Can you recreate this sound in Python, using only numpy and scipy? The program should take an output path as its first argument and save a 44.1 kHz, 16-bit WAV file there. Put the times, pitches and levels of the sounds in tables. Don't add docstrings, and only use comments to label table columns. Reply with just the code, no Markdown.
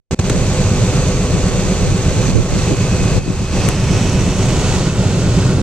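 import sys
import numpy as np
from scipy import signal
from scipy.fft import rfft, irfft
from scipy.io import wavfile
from scipy.ndimage import uniform_filter1d, map_coordinates

SR = 44100
rng = np.random.default_rng(int(sys.argv[2]) if len(sys.argv) > 2 else 0)


def materialize(psi):
    bounded = np.clip(np.atleast_2d(psi).T, -1, 1)
    quanta = np.round(bounded * 32767).astype(np.int16)
    wavfile.write(sys.argv[1], SR, quanta)


N = 247842
TIME_S = np.arange(N) / SR
CRANK_HZ, THROB_HZ = 37.7, 8.183


# time_s, speed_hz
CRANK_SPEED = [(0, 37.76), (1.4, 37.76), (1.9, 37.59), (2.4, 37.59), (2.8, 37.77), (3.6, 37.72),
               (4.7, 37.72), (5.2, 37.8)]
def crankshaft():
    return np.cumsum(in_time(CRANK_SPEED)) / SR


# crank_multiple, level_db
DIESEL_ORDERS = [(1, -37), (2, -38), (30, -48.5)]
# pitch_hz, level_db
SHAFT_TONES = [(29.2, -33), (50.3, -33.5), (106.5, -32.5), (114.2, -30)]
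# crank_multiple, throb_multiple, level_db, lag_s
CHUG_LINES = [(5, -3, -39, 0), (5, -2, -33.5, 0), (5, -1, -29.5, 0), (5, 0, -27.5, 0), (5, 1, -37.5, 0),
              (5, 2, -41, 0), (10, 0, -33, .03), (10, 1, -39, .03)]
# time_s, gain_db
CHUG_LOAD = [(0.4, -.5), (0.7, 0), (1.25, 0.5), (1.5, 2), (2.2, -1.5), (2.55, -1.5), (2.95, -2), (3.15, 1),
             (3.7, -0.5), (4.15, 1.5), (4.6, -2.5), (5.5, -0.5)]
def engine(crank, throb):
    diesel = sum(from_db(db) * tone(order * crank, waver_db=3.5) for order, db in DIESEL_ORDERS)
    shafts = sum(from_db(db) * tone(hz / CRANK_HZ * crank, waver_db=1) for hz, db in SHAFT_TONES)
    chug = 0
    for order, step, db, lag_s in CHUG_LINES:
        turns = order * crank + step * (throb - lag_s * THROB_HZ)
        chug += np.sqrt(2) * np.cos(2 * np.pi * turns) * from_db(db + .8 * drift(2))
    return diesel + shafts + chug * from_db(in_time(CHUG_LOAD))


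# frequency_hz, level_db
BOOM_SPECTRUM = [(45, -23), (62, -6), (85, 0), (100, 0.5), (125, -3.5), (145, 2), (165, -4), (195, -9),
                 (230, -13.5), (300, -16)]
# time_s, level_db
BOOM_SWELL = [(0.3, -19.5), (0.65, -15.5), (1.1, -16.5), (1.7, -20.5), (2.0, -16), (2.55, -19.5),
              (3.05, -16.5), (3.7, -15.5), (4.85, -17.5), (5.45, -13.5)]
def cab_boom(stroke):
    boom = steady(in_cab(impacts(per_s=1500, spread_db=2), BOOM_SPECTRUM), span_s=.12)
    return boom * from_db(in_time(BOOM_SWELL) + stroke)


# peak_s, half_length_s, pitch_hz, level_db
BOOM_SURGES = [(0.313, 0.014, 123.0, -8.5), (0.615, 0.013, 118.0, -12.5), (0.661, 0.027, 100.0, -11.8),
               (0.818, 0.02, 114.0, -16.5), (0.89, 0.027, 103.0, -16), (0.95, 0.022, 138.0, -14),
               (1.925, 0.012, 111.0, -15), (1.996, 0.019, 114.0, -10), (2.187, 0.02, 105.0, -13.1),
               (2.275, 0.021, 114.0, -10.5), (2.823, 0.01, 114.0, -9), (2.953, 0.0084, 107.0, -7),
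               (3.188, 0.0082, 113.0, -15), (3.596, 0.014, 105.0, -15), (3.647, 0.019, 110.0, -12.0),
               (3.833, 0.015, 122.0, -10.5), (3.964, 0.026, 101.0, -14.5), (4.185, 0.016, 125.0, -14),
               (4.406, 0.012, 102.0, -11), (4.488, 0.017, 125.0, -12), (4.694, 0.014, 121.0, -13.5),
               (4.992, 0.022, 112.0, -11.5), (5.067, 0.01, 104.0, -6.5), (5.245, 0.013, 118.0, -12),
               (5.327, 0.019, 112.0, -12.1), (5.42, 0.027, 101.0, -13.5), (5.459, 0.016, 120.0, -10),
               (5.545, 0.016, 118.0, -11.5)]
def boom_surges(trim_db=-1):
    sound = envelope = 0
    for peak_s, half_s, hz, db in BOOM_SURGES:
        swell = bell(peak_s, half_s)
        sound += from_db(db + trim_db) * swell * tone(hz * TIME_S, waver_db=0, spread=.089)
        envelope += swell
    return sound, np.minimum(envelope, 1)


# frequency_hz, level_db
PANEL_SPECTRUM = [(180, 4), (230, 3), (310, -2), (370, -1), (430, 1), (470, -3.5), (520, -2), (620, -4.5),
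                  (680, -11.5), (860, -13.5), (1100, -25), (1600, -24)]
def panel_rumble(stroke, turn, aside):
    panels = steady(in_cab(impacts(per_s=6000, spread_db=-.5), PANEL_SPECTRUM), span_s=.069)
    door = boost(panels, hz=287, width_hz=76, db=3.5) - panels
    return (panels + aside * door) * from_db(-23.5 + turn + .39 * stroke)


# frequency_hz, level_db
SHAKE_SPECTRUM = [(10, -26), (19, -4.5), (29, -4.5), (40, 0), (52, -3.5), (64, -9.5), (85, -9)]
def cab_shake(swell_db):
    shake = steady(in_cab(rng.standard_normal((2, N)), SHAKE_SPECTRUM), span_s=.106)
    return shake * from_db(-23.5 + swell_db)


# frequency_hz, level_db
WINDSCREEN_HISS = [(600, 7), (950, 3.5), (1350, 3), (1750, -0.5), (2300, 1.5), (2900, -1.5), (4000, -1.5),
                   (5100, -5.5), (6500, -3), (8000, -6), (9200, -15.5), (10200, -18.5), (13300, -29.5),
                   (14300, -36)]
SIDE_HISS = [(600, 8), (950, 7.5), (1350, -0.5), (1750, 1.5), (2300, 0.5), (2900, 0.5), (4000, -2),
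             (5100, -1.5), (6500, -8), (8000, -5), (9200, -12.5), (10200, -18.5), (13300, -27),
             (14300, -38)]
# pitch_hz, width_hz, boost_db
WINDSCREEN_RINGS = [(1400, 91, -2.5), (2910, 72, 3), (4490, 270, 2), (6400, 85, -1)]
SIDE_RINGS = [(1200, 40, 0.97), (1360, 240, 5.2), (2670, 310, 1.1), (4300, 240, 0.74), (6060, 610, 1.8)]
def crop(stroke, aside):
    crank_angle = 2 * np.pi * spin(CRANK_HZ, wander_hz=.23)
    engine_db = .04 * np.sin(crank_angle) + .17 * np.sin(2 * crank_angle)
    shaking_db = engine_db + .2 * drift(65) + .12 * stroke
    windows = []
    for spectrum, rings in (WINDSCREEN_HISS, WINDSCREEN_RINGS), (SIDE_HISS, SIDE_RINGS):
        hiss = in_cab(window_echoes(impacts(per_s=16000, spread_db=.8)), spectrum)
        for hz, width_hz, db in rings:
            hiss = boost(hiss, hz, width_hz, db)
        windows.append(hiss)
    windscreen, side = windows
    return (np.sqrt(1 - aside) * windscreen + np.sqrt(aside) * side) * from_db(shaking_db)


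def window_echoes(x, echo_db=-11, t60_s=.1):
    t = TIME_S[:4096]
    echoes = rng.standard_normal((2, len(t))) * from_db(-60 * t / t60_s) * (t > .002)
    echoes *= from_db(echo_db) / np.sqrt(np.sum(echoes ** 2, axis=1, keepdims=True))
    return x + signal.fftconvolve(x, echoes, axes=1)[:, :N]


# centre_hz, width_hz, gain_db, turn_share
REFLECTED_BANDS = [(2570, 1100, 3, 0.42), (3000, 200, 2.5, 0.62), (4600, 370, 3, 0.17),
                   (5440, 260, 4, 0.43), (5970, 300, 4.5, 0.42), (6500, 400, 4, 0.56), (6780, 130, 5, 0.66),
                   (1420, 240, 10, 0.83), (3880, 1800, 3.5, 0.75), (4900, 250, -3, 0.46),
                   (5080, 250, -6, 0.55), (1680, 170, -6, 0.61)]
def reflections(hiss, turn, reach=.13):
    for hz, width_hz, db, place in REFLECTED_BANDS:
        nearness = np.exp(-((turn - place) / reach) ** 2)
        hiss = hiss + nearness * (boost(hiss, hz, width_hz, db) - hiss)
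    return hiss


# pitch_hz, windscreen_db, side_window_db, wander_hz
GEAR_WHINES = [(493, -36, -39.5, .8), (507, -38.5, -43, 1.5), (517, -41, -50, 1.5), (985, -54, -45, 3),
               (1233, -49.5, -48.5, 1), (2763, -55, -54, 4), (3547, -54, -53, 5), (4186, -49, -52, 5),
               (6080, -55.5, -57, 11), (6449, -55, -62, 8)]
def gears(aside):
    whine = 0
    for hz, ahead_db, aside_db, wander_hz in GEAR_WHINES:
        level_db = ahead_db + aside * (aside_db - ahead_db)
        whine += from_db(level_db) * tone(spin(hz, wander_hz), waver_db=2.5, spread=hz / 5000)
    return whine


# time_s, level_db
SINGING_LEVEL = [(0.2, -48), (1.7, -48.5), (2.25, -44.5), (2.4, -48.5), (2.6, -44), (2.85, -41.5),
                 (3.15, -40.5), (3.25, -47.5), (3.5, -47.5), (3.65, -44.5), (3.95, -46), (4.7, -57)]
def singing_gear():
    level_db = in_time(SINGING_LEVEL)
    whine = tone(spin(hz=2533.5, wander_hz=1.2), waver_db=1, spread=.31)
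    return whine * from_db(level_db + 1.8 * drift(14)), level_db - np.median(level_db)


# pitch_hz, width_hz, level_db
GUARD_MODES = [(2565, 34, 0), (2618, 26, 0)]
def guard(crank, uneven_db=4):
    turns = np.floor(crank + .2 * drift(30))
    taps = np.diff(turns, prepend=turns[0]) > 0
    ringing = 0
    for hz, width_hz, db in GUARD_MODES:
        blows = taps * rng.choice([-1, 1], (2, N)) * from_db(uneven_db * rng.standard_normal(N))
        radius, angle = np.exp(-np.pi * width_hz / SR), 2 * np.pi * hz / SR
        mode = signal.lfilter([1], [1, -2 * radius * np.cos(angle), radius ** 2], blows + 1e-18)
        ringing += from_db(db) * rms_one(mode)
    return in_cab(ringing, [(1500, 0), (4000, 0)])


# start_s, body_db, crack_db
CAB_KNOCKS = [(0.2975, -20, -14.5), (1.085, -28, -25), (2.708, -12, -48)]
# frequency_hz, level_db
KNOCK_SPECTRUM = [(200, -14), (330, 0), (390, 0), (470, -12), (650, -16), (1200, -28)]
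def knocks(rise_s=.003, body_decay_s=.026, crack_decay_s=.005):
    body = in_cab(rng.standard_normal((2, N)), KNOCK_SPECTRUM)
    crack = in_cab(rng.standard_normal((2, N)), WINDSCREEN_HISS)
    out = 0
    for start_s, body_db, crack_db in CAB_KNOCKS:
        age = TIME_S - start_s
        out += body * from_db(body_db) * np.clip(age / rise_s, 0, 1) * np.exp(-abs(age) / body_decay_s)
        out += crack * from_db(crack_db) * (age >= 0) * np.exp(-abs(age) / crack_decay_s)
    return out


# frequency_hz, level_db
DRAUGHT_SPECTRUM = [(15, -6), (28, -2), (60, -6), (110, 6), (170, -6), (300, -9.5), (420, -6.5), (700, -33),
                    (1200, -36)]
# peak_s, half_length_s, level_db, left_minus_right_db
DRAUGHT_GUSTS = [(0.37, 0.098, -24, -7), (0.81, .035, -21, 8), (0.95, 0.029, -23, 7), (1.35, .04, -21, 4),
                 (1.63, 0.19, -23.5, 0), (1.88, 0.059, -16.5, -3.5), (2.24, 0.16, -23, 0),
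                 (2.38, 0.043, -11.5, -4), (2.56, 0.06, -19.5, -6), (2.71, 0.045, -17, -3),
                 (3.03, .05, -23, -8), (3.165, 0.042, -17, 7), (3.31, 0.043, -23.5, 11),
                 (3.67, 0.035, -30, 8), (3.95, .04, -23, -10)]
def draught(swell_db, rest_db=-36.5):
    flutter = from_db(-np.array([drift(4), drift(4)]))
    air = rms_one(colour(rng.standard_normal((2, N)) * flutter, DRAUGHT_SPECTRUM))
    gust_power = sum((from_db(db) * pan(side_db) * bell(peak_s, half_s)) ** 2
                     for peak_s, half_s, db, side_db in DRAUGHT_GUSTS)
    return air * np.sqrt(from_db(rest_db + swell_db) ** 2 + gust_power)


# peak_s, height, width_s, left_minus_right_db
AIR_PUFFS = [(0.1295, .42, .001, 0), (0.1353, .5, .0011, 0), (0.145, .4, .0007, 0),
             (0.1995, -.45, .0016, 0), (0.245, .4, .0012, 0), (0.3025, .6, .0005, 0),
             (0.3195, .35, .0012, 0), (2.265, .4, .0012, 0), (2.292, .4, .001, -9), (2.535, .4, .0015, -8),
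             (2.7248, .45, .0006, -5), (3.185, .45, .0016, 4), (3.281, .3, .0007, 12),
             (3.305, .3, .0009, 6), (3.418, .28, .001, 8), (3.6885, .62, .0012, 7)]
def puffs():
    out = 0
    for peak_s, height, width_s, side_db in AIR_PUFFS:
        offset = (TIME_S - peak_s) / (2 * width_s)
        out += height * (1 - 2 * offset ** 2) * bell(peak_s, 2 * width_s) * pan(side_db)
    return out


def overload_click(start_s=3.68855, height=2.15, hz=9400):
    cycles = (TIME_S - start_s) * hz
    pulses = np.sin(np.pi * cycles) ** 2 * ((cycles > 0) & (cycles < 2))
    return -height * pulses * np.array([[1], [0]])


# start_s, hold_s, hiss_depth_db, drone_depth_db
LEVEL_DIPS = [(2.312, 0.18, 3.5, 2.5), (2.736, 0.024, 1.8, 5), (3.188, 0.32, 7.5, 6.2),
              (3.197, 0.034, 1.5, 2.5), (3.71, 0.18, 2, 2), (4.325, 0.027, 1, 3), (4.897, 0.046, 2, 2)]
def dips(fall_s=.016, rise_s=.048, creep_per_s=1.35, sag_s=.049):
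    hiss = panels = boom = 0
    for start_s, hold_s, hiss_db, drone_db in LEVEL_DIPS:
        age = TIME_S - start_s
        shape = np.clip(age / fall_s + .5, 0, 1) * np.clip(1 - (age - hold_s) / rise_s, 0, 1)
        hiss += hiss_db * shape * np.exp(-creep_per_s * abs(age))
        panels += 1.15 * drone_db * shape
        boom += drone_db * shape * (1 + .43 * bell(start_s, sag_s))
    return hiss, panels, boom


# start_s, end_s, gain_db
STUTTER_STEPS = [(0.147, 0.1895, -23), (0.1895, 0.201, 5.5), (0.201, 0.242, -4)]
def stutter(start_s=.109, edge_s=.002):
    jumps_db = sum(db * ((TIME_S >= begin) & (TIME_S < end)) for begin, end, db in STUTTER_STEPS)
    silent = (TIME_S < start_s) | (TIME_S > TIME_S[-1] - edge_s)
    return from_db(uniform_filter1d(np.where(silent, -75, jumps_db), int(edge_s * SR)))


# frequency_hz, correlation
PORT_LIKENESS = [(30, 0.52), (70, 0.975), (130, 0.97), (300, 0.99), (640, 0.97), (1400, 0.85), (3100, 0.76),
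                 (4800, 0.35), (6800, 0.35), (12000, 0.14)]
def in_cab(drives, spectrum):
    alike = per_bin(PORT_LIKENESS)
    mid, side = rfft(drives) * np.sqrt([1 + alike, 1 - alike])
    stereo = irfft(np.array([mid + side, mid - side]), N)
    return rms_one(colour(stereo, spectrum))


def impacts(per_s, spread_db):
    sizes = from_db(spread_db * np.minimum(rng.exponential(1, N), 4))
    return rms_one((rng.random(N) < per_s / SR) * sizes * rng.standard_normal((2, N)))


def tone(turns, waver_db, spread=.15):
    phase = 2 * np.pi * (turns + rng.random()) + spread * drift(.67) * np.array([[1], [-1]])
    return np.sqrt(2) * np.sin(phase) * from_db(waver_db * drift(3.5))


def spin(hz, wander_hz):
    return np.cumsum(hz + wander_hz * drift(2.026)) / SR


def drift(rate):
    pole = np.exp(-80 * np.pi * rate / SR)
    noise = rng.standard_normal(N // 40 + 2002)
    slow = signal.lfilter([1], [1, -2 * pole, pole * pole], noise)[2000:]
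    return np.interp(np.arange(N) / 40, np.arange(len(slow)), rms_one(slow))


def boost(x, hz, width_hz, db):
    radius = np.exp(-np.pi * width_hz / SR)
    poles = [1, -2 * radius * np.cos(2 * np.pi * hz / SR), radius ** 2]
    band = signal.lfilter(np.array([1, 0, -1]) * (1 - radius ** 2) / 2, poles, x)
    return x + (from_db(db) - 1) * band


def colour(x, spectrum):
    (low_hz, low_db), (high_hz, high_db) = spectrum[0], spectrum[-1]
    closed = [(low_hz / 2, low_db - 30), *spectrum, (high_hz * 4, high_db - 60)]
    return irfft(rfft(x) * from_db(per_bin(closed)), N)


def steady(x, span_s):
    return x / np.sqrt(uniform_filter1d(np.mean(x ** 2, axis=0), int(span_s * SR)) + 1e-9)


def bell(peak_s, half_s):
    return np.exp(-np.minimum(((TIME_S - peak_s) / half_s) ** 2, 50))


def in_time(points):
    return np.interp(TIME_S, *np.transpose(points))


def per_bin(points):
    hz, value = np.transpose(points)
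    return np.interp(np.log(np.arange(N // 2 + 1) * SR / N + 1e-9), np.log(hz), value)


def pan(db):
    return from_db(np.array([[.5], [-.5]]) * db)


def from_db(db):
    return 10 ** (np.asarray(db) / 20)


def rms_one(x):
    return x / np.sqrt(np.mean(x ** 2) + 1e-20)


# time_s, turn_share
MICROPHONE_TURN = [(2.4, 0.06), (3.45, 0.16), (3.85, 0.37), (4.7, 0.66), (5.6, 0.71)]
# time_s, level_db
CROP_FLOW = [(0.3, -28.5), (0.7, -26.5), (1.2, -27.5), (1.65, -28), (2.5, -26.5), (3.15, -28.5),
             (3.57, -26.5), (4.35, -28.5), (4.68, -26), (4.95, -29), (5.45, -29), (5.62, -33.5)]
def scene():
    turn = in_time(MICROPHONE_TURN)
    aside = np.clip((turn - .051) / .35, .03, .92)
    crank, throb = crankshaft(), THROB_HZ * TIME_S
    stroke = np.cos(2 * np.pi * throb)
    hiss_dip_db, panel_dip_db, boom_dip_db = dips()
    surges, surging = boom_surges()
    hiss_db = in_time(CROP_FLOW) - hiss_dip_db + .45 * drift(3)
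    swell_db = hiss_db - np.median(hiss_db)

    hum = engine(crank, throb) * from_db(1 - .7 * boom_dip_db)
    whine = gears(aside) * from_db(1.2 + 1.5 * swell_db)
    singing, singing_swell_db = singing_gear()
    ringing = guard(crank) * from_db(-41.5 + .5 * aside + .25 * singing_swell_db + .45 * swell_db)
    shake = cab_shake(swell_db)
    hiss = reflections(crop(stroke, aside), turn) * from_db(hiss_db)
    boom = cab_boom(stroke) * from_db(-boom_dip_db - 5 * surging)
    rumble = panel_rumble(stroke, turn, aside) * from_db(-panel_dip_db)
    left, right = hum + boom + rumble + shake + hiss + whine + singing + ringing

    lag_ms = np.interp(turn, [0, 1], [-.071, .084])
    left = map_coordinates(left, [np.arange(N) - lag_ms * SR / 1000], order=3, mode="nearest")
    return (np.array([left, right]) + draught(swell_db)) * stutter() + surges + knocks() + puffs()


# pitch_hz, width_hz, boost_db
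PORT_RESONANCES = [(7740, 1000, 5.5), (6550, 1190, 8.5)]
# frequency_hz, left_minus_right_db
PORT_BALANCE = [(30, -2), (90, -0.8), (600, -0.7), (2000, -0.5), (4000, -2.5), (6000, -3.5), (8000, 6.5),
                (9500, 7), (11000, 9.5), (14000, 12.5)]
def record(dry, cutoff_hz=14850):
    ported = np.array([boost(side, *port) for side, port in zip(dry, PORT_RESONANCES)])
    tilted = irfft(rfft(ported) * pan(per_bin(PORT_BALANCE)), N)
    lowpass = signal.ellip(10, .1, 80, cutoff_hz, fs=SR, output="sos")
    return signal.sosfilt(lowpass, np.clip(tilted, -1, 1) + overload_click())


dry = scene()
out = record(dry)
materialize(out)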